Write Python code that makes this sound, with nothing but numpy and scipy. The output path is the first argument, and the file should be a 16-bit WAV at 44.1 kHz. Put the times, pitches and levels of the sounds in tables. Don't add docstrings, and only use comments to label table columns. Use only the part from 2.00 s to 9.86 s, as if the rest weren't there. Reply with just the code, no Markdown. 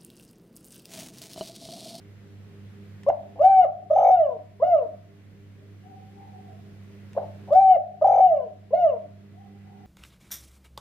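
import sys
import numpy as np
from scipy import signal
from scipy.fft import rfft, irfft
from scipy.io import wavfile
from scipy.ndimage import uniform_filter1d

SR = 44100
rng = np.random.default_rng(int(sys.argv[2]) if len(sys.argv) > 2 else 0)


def to_wav(s):
    ch = np.atleast_2d(s).T
    pcm = np.round(np.clip(ch, -1, 1) * 32767)
    wavfile.write(sys.argv[1], SR, pcm.astype(np.int16))


def gain_from_decibels(decibels):
    exponent = np.asarray(decibels, float) / 20
    return 10 ** exponent


N = 346626


def evened(x):
    return x / np.sqrt(np.mean(x ** 2) + 1e-20)


def read(points, hz):
    f, value = np.transpose(points)
    return np.interp(np.log(hz + 1), np.log(f + 1), value)


def add(mix, s, sound):
    part = mix[round(s * SR):][:len(sound)]
    part += sound[:len(part)]


def drift(hz, size=N):
    width = int(SR / hz)
    return evened(uniform_filter1d(uniform_filter1d(rng.standard_normal(size), width), width))


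def note_drift(hz, size):
    return drift(hz, size=SR // 2)[:size]


def band(x, lo_hz, hi_hz):
    return signal.sosfilt(signal.butter(2, [lo_hz, hi_hz], "band", fs=SR, output="sos"), x)


def notes():
    # t from note start/s, pitch f/Hz, effort/dB
    chuck = [(0, 546.7, -23), (.012, 589, -18.5), (.026, 620, -16.5), (0.035, 723, -20.5),
             (.048, 762, -13.5)]
    held = [(0, 540, -21.5), (.029, 625.3, -10), (.039, 718, -21), (0.053, 738.7, -11.5),
            (0.101, 783.4, -15.5), (.2, 746.8, -14), (.248, 705, -9.5), (.264, 582.6, -15.5),
            (.282, 463.7, -49.5)]
    rolled = [(0, 710.6, -25), (.014, 752, -13.5), (.042, 780, -20), (0.065, 786.3, -20),
              (.2, 758.3, -19.5), (.25, 742.7, -17.5), (.31, 655, -13.5), (0.382, 536, -24.5),
              (0.468, 444, -45)]
    closing = [(0, 453, -38.5), (0.036, 653, -9), (.05, 724.5, -25), (0.062, 720, -27), (.083, 737.6, -22),
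               (.135, 686.6, -11), (.186, 575, -19), (0.234, 478, -31), (.265, 461, -44)]
    # start t/s, stretch/1, pitch ratio/1, effort/dB, overtones/dB
    sung = [
        [(1.064, 0.83, 0.95, -0.65, 2.4), (1.392, 0.99, 1.003, -4.5, 1.6), (1.9, 1.001, 0.99, -2.03, -1.2),
         (2.598, 0.99, 0.99, -2.5, 0.7)],
        [(5.164, 0.43, 0.91, -7, -8), (5.505, 1.003, 1.002, -4.45, 0.5), (6.012, .99, 1, -1.8, -1.5),
         (6.706, 1.005, 0.99, -2.5, 1)],
    ]
    tight_hz, full_db = 760, -15
    out = []
    for phrase in sung:
        for shape, (start, stretch, ratio, db, bright_db) in zip((chuck, held, rolled, closing), phrase):
            s, hz, effort_db = np.transpose(shape)
            over_db = -11.5 + bright_db + 0.0326 * (hz - tight_hz) + .3 * (effort_db - full_db)
            out.append(np.transpose([start + stretch * s, ratio * hz, effort_db + db, over_db]))
    return out


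def coo(rows):
    # f/Hz, level/dB
    windpipe = [(900, -26.5), (1250, -33.5), (1550, -52.5), (1820, -56.5), (2250, -41), (2550, -53.5),
                (2850, -41.5), (3350, -64), (3800, -56.5), (5100, -71), (6100, -63), (7000, -75),
                (10500, -72), (12000, -88.5)]
    # f/Hz, level/dB
    neck_sac = [(430, 8.5), (540, -8.5), (610, 6), (690, -2.5), (745, 4.5), (800, 5)]
    slack_hz, top_hz = 560, 790
    bloom_s, bloom_db = 0.035, -16.5
    s, *columns = np.transpose(rows)
    t = np.arange(s[0], s[-1], 1 / SR)
    size, since = len(t), t - s[0]
    hz, tone_db, over_db = (np.interp(t, s, c) for c in columns)
    slack, gain = flutter(t)
    held_hz = uniform_filter1d(hz, 150) * (1 + .002 * note_drift(60, size))
    hz = held_hz + slack * (slack_hz - held_hz)
    turn = 2 * np.pi * np.cumsum(hz) / SR

    dull_db = 6.0 * np.clip(1 - hz / top_hz, 0, 1) + 16 * slack
    late_db = bloom_db * np.clip(1 - since / bloom_s, 0, 1) ** .5
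    overtones = np.zeros(size)
    for k in range(2, 17):
        k_db = read(windpipe, k * hz) - max(k - 2.5, 0) * dull_db
        k_db = k_db - 5 * (k == 4)
        k_db = k_db + (k > 2) * late_db + 4.1 * note_drift(35, size)
        overtones += gain_from_decibels(k_db) * np.cos(k * turn)

    rolling = uniform_filter1d(uniform_filter1d(slack, 3000), 3000)
    rolling = rolling * 4 * np.clip(since / .16, 0, 1) + .1
    air = evened(band(rng.standard_normal(size), 5850, 6300)) * gain_from_decibels(-57) * rolling
    air += evened(band(rng.standard_normal(size), 1100, 3600)) * gain_from_decibels(-51) * slack

    tone = gain_from_decibels(tone_db + read(neck_sac, hz)) * np.cos(turn) * gain
    tone = band(band(tone, 400, 1200), 380, 1200)
    edge = np.clip(np.minimum(since, s[-1] - t) / 0.0018, 0, 1)
    return s[0], np.sqrt(2) * (tone + gain_from_decibels(over_db) * (overtones + air) * gain) * edge


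def flutter(t):
    # start t/s, length/s, pulses/1, quickening/1, slack warm-up/s
    rolls = [
        (1.9, .213, 10, .16, .052),
        (6.013, .201, 9, .12, .03),
    ]
    jump, glide, rise, fall = .56, .28, .12, .15
    shut_db, depth, warm_slack, uneven = -10, .68, .55, .1
    slack, gain, wander = np.zeros(len(t)), np.ones(len(t)), note_drift(21, len(t))
    for s, length, pulses, quickening, warm_s in rolls:
        on = (t >= s) & (t < s + length)
        x = (t[on] - s) / length
        count = round(pulses) * (x - quickening * x * (1 - x))
        u = (count + uneven * wander[on] * np.sin(np.pi * x)) % 1
        warm = x * length < warm_s
        flip = np.clip((jump + uneven * wander[::-1][on] - u) / glide, 0, 1)
        slack[on] = np.where(warm, warm_slack + .25 * (1 - u), depth * flip)
        opening = np.minimum(u / rise, (1 - u) / fall) / (1 + 2 * warm)
        gain[on] = gain_from_decibels(shut_db) + np.clip(opening, 0, 1)
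    return uniform_filter1d(slack, 120), uniform_filter1d(gain, 150)


def clicks():
    # t/s, peak level/dB
    snaps = [(1.034, -48), (1.0879, -42), (1.4202, -43), (1.4431, -42), (1.4514, -42), (1.4644, -46),
             (1.9365, -50), (1.9594, -45), (2.1146, -41), (5.1322, -51), (5.5243, -46), (5.5333, -41),
             (5.5513, -41), (6.0477, -54), (6.0731, -43), (6.2474, -49)]
    # f/Hz, level/dB
    snap_tone = [(300, -14), (1000, 0), (3500, -5), (7500, -13), (10000, -21), (16000, -28)]
    # t/s, length/s, centre f/Hz, level/dB
    puffs = [
        (1.065, .05, 90, -52),
        (1.352, .045, 700, -43),
        (1.415, .05, 80, -50),
        (5.148, .02, 720, -47),
        (5.18, .075, 700, -37),
        (5.472, .04, 730, -43),
        (5.515, .05, 70, -50),
    ]
    out, t = np.zeros(N), np.arange(400) / SR
    colour = gain_from_decibels(read(snap_tone, np.fft.rfftfreq(400, 1 / SR)))
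    for s, db in snaps:
        snap = irfft(rfft(rng.standard_normal(400)) * colour)
        add(out, s, gain_from_decibels(db - 4.5 - 60 * t / .012) * evened(snap))
    for s, length, hz, db in puffs:
        puff = band(rng.standard_normal(int(length * SR)), .75 * hz, 1.15 * hz)
        puff = band(puff, .7 * hz, 1.2 * hz)
        add(out, s, gain_from_decibels(db - 5.0) * evened(puff) * signal.windows.tukey(len(puff), .4))
    return out


def near_dove():
    # delay t/s, left level/dB, right level/dB
    echoes = [
        (.0006, -8, -16),
        (.0011, -16, -8),
        (.004, -10, -20),
        (.009, -20, -10),
        (.016, -18, -20),
        (.024, -21, -18),
    ]
    # f/Hz, left-right level/dB
    lean = [(300, -5), (600, 1.15), (760, 4), (1300, 1), (2400, 3), (4400, -4.5), (8000, -5)]
    # f/Hz, lead/rad
    head_start = [(500, 0.23), (900, 0.66), (1500, 1.1), (2250, 0.27), (3000, 0.93), (4400, 1.6),
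                  (7000, .1)]
    dove = clicks()
    for rows in notes():
        add(dove, *coo(rows))
    path = gain_from_decibels(-10.5) * tail()
    path[:, 0] += 1
    for s, *db in echoes:
        path[:, round(s * SR)] += gain_from_decibels(db)
    size = N + SR
    hz, side = np.fft.rfftfreq(size, 1 / SR), np.array([[.5], [-.5]])
    lean_db = read(lean, hz) * side
    lead = np.exp(1j * read(head_start, hz) * side)
    heard = rfft(dove, size) * rfft(path, size) * gain_from_decibels(8.0 + lean_db) * lead
    return irfft(heard, size)[:, :N]


def tail(start=.03, stretch=0.6):
    # f/Hz, t/s (before stretch)
    dying = [(300, 0.067), (750, 0.89), (1500, 0.67), (4000, 0.33), (12000, .1)]
    spacing = 20
    taps = np.zeros((2, SR))
    slots = np.arange(0, SR - spacing, spacing)
    at = slots + rng.integers(0, spacing, (2, len(slots)))
    np.put_along_axis(taps, at, rng.choice([-1., 1.], at.shape), 1)
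    taps *= np.clip(np.arange(SR) / SR / start, 0, 1) ** 2
    hz, t, z = signal.stft(taps, SR, nperseg=256)
    shaped = z * gain_from_decibels(-60 * t / (stretch * read(dying, hz)[:, None]))
    out = signal.istft(shaped, SR, nperseg=256)[1]
    kept = np.mean(abs(shaped[:, 4]) ** 2) / np.mean(abs(z[:, 4]) ** 2)
    return out / np.sqrt(kept * SR / spacing)


def far_dove():
    # start t/s, length/s, top pitch f/Hz, level/dB, trill depth/0-1
    calls = [
        (3.561, 0.11, 656, -57, .1),
        (3.817, 0.165, 784, -39.5, 0.33),
        (4.11, .45, 817.7, -39.5, 0.59),
        (7.311, 0.12, 775, -41.5, 0.33),
        (7.606, .4, 824, -41.5, 0.84),
    ]
    trill_hz, dip, quaver, crest_s = 45, 0.2, 0.025, .08
    out = np.zeros(N)
    for s, length, top_hz, db, depth in calls:
        t = np.arange(0, length, 1 / SR)
        bend = np.where(t < crest_s, .1 * (1 - t / crest_s) ** 2, 2.0 * (t - crest_s) ** 2)
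        smoothing = np.clip(1.6 - 2 * t / length, 0, 1)
        lag = np.clip(depth, 0, 1) * (1 - t * trill_hz % 1) * smoothing
        hz = top_hz * (1 - bend - dip * lag + quaver * drift(39.5, size=SR)[:len(t)])
        tone = np.cos(2 * np.pi * np.cumsum(hz) / SR) * uniform_filter1d(1 - lag, 100)
        add(out, s, gain_from_decibels(db - 18 * t) * tone * signal.windows.tukey(len(t), .3))
    return signal.fftconvolve(out[None], tail(start=0.0074, stretch=0.76), axes=1)[:, :N]


def motor():
    # f/Hz, rms level/dB, throb depth/0-1, throb phase/rad, left-right level/dB, left lead/rad
    hum = [
        (100, -45.5, .25, 3, -2.5, 0.19),
        (200.5, -52, 0.1, 0, -4.5, -0.16),
        (301.3, -64.5, 1, -1.37, 1.5, -0.46),
        (400, -62, 0.91, -0.87, -0.05, -0.038),
    ]
    # t/s, level/dB
    hum_swell = [(0, -4.5), (1, 0.5), (2.5, -1.5), (3.5, -4), (4.3, 0), (5.3, 2.5), (6.5, 3), (7.85, 5.5)]
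    # f/Hz, rms level/dB
    rotor = [(112, -71.5), (146, -68.5), (150.4, -69.5), (161, -66), (193.6, -65.5), (293, -67.5),
             (2002, -83)]
    throb_hz = 3.865
    t, out = np.arange(N) / SR, np.zeros((2, N))
    side = np.array([[.5], [-.5]])
    for k, (hz, db, depth, phase, pan_db, lead) in enumerate(hum):
        swell_db = (k == 1) * np.interp(t, *np.transpose(hum_swell)) + .9 * drift(8)
        throb = 1 + depth * np.cos(2 * np.pi * throb_hz * t + phase)
        tone = np.sqrt(2) * np.cos(2 * np.pi * hz * t + side * lead + k)
        out += gain_from_decibels(db + swell_db + side * pan_db) * throb * tone
    for hz, db in rotor:
        wavering_hz = hz + (1.2 + hz / 500) * drift(3.7)
        tone = np.sqrt(2) * np.cos(2 * np.pi * np.cumsum(wavering_hz) / SR)
        out += gain_from_decibels(db + 3.5 * drift(1.3)) * tone
    return out


def wash():
    # f/Hz, level/dB per Hz
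    air_colour = [(15, -78.5), (25, -32), (43, -22.5), (72, -22.5), (104, -9.5), (145, -10.5), (208, -11),
                  (249, -19.5), (407, -18), (451, -20), (906, -33), (1970, -30), (5120, -42), (12000, -51),
                  (15600, -85.5), (22000, -120)]
    # f/Hz, likeness/-1 to 1
    likeness = [(60, 1), (240, 0.59), (950, 0.34), (3770, 0.02), (15000, -1)]
    frames, hz = N // 256 + 5, np.fft.rfftfreq(1024, 1 / SR)
    a, b, c, d, patches = rng.standard_normal((frames, 513, 5)).T
    patches = evened(uniform_filter1d(uniform_filter1d(patches, 12, 0), 14, 1))
    same = np.clip(read(likeness, hz), -1, 1)[:, None]
    left = a + 1j * b
    right = same * left + np.sqrt(1 - same ** 2) * (c + 1j * d)
    z = np.array([left, right]) * gain_from_decibels(read(air_colour, hz)[:, None] + .8 * patches)
    return gain_from_decibels(-51.5) * evened(signal.istft(z, nperseg=1024, noverlap=768)[1][:, :N])


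def scene():
    return near_dove() + far_dove() + motor() + wash()


def low_pass(x):
    return signal.sosfilt(signal.butter(12, 16690, fs=SR, output="sos"), x)


def record(dry):
    wet = signal.sosfilt(signal.butter(2, 45, "high", fs=SR, output="sos"), dry)
    wet = wet + gain_from_decibels(-70.5) * band(rng.standard_normal(dry.shape), 9700, 20000)
    power_db = 10 * np.log10(abs(uniform_filter1d((wet ** 2).mean(0), 1500)) + 1e-12)
    fall = np.arange(N) * 5.5 / SR
    peak_db = np.maximum.accumulate(np.maximum(power_db + fall, -15)) - fall
    over_db = np.maximum(peak_db + 23, 0)
    ducked = wet / gain_from_decibels(.4 * uniform_filter1d(over_db, 2000))
    ducked = signal.sosfilt(signal.cheby2(20, 40, 15750, fs=SR, output="sos"), ducked)
    return low_pass(ducked)


dry = scene()
out = record(dry)
to_wav(out)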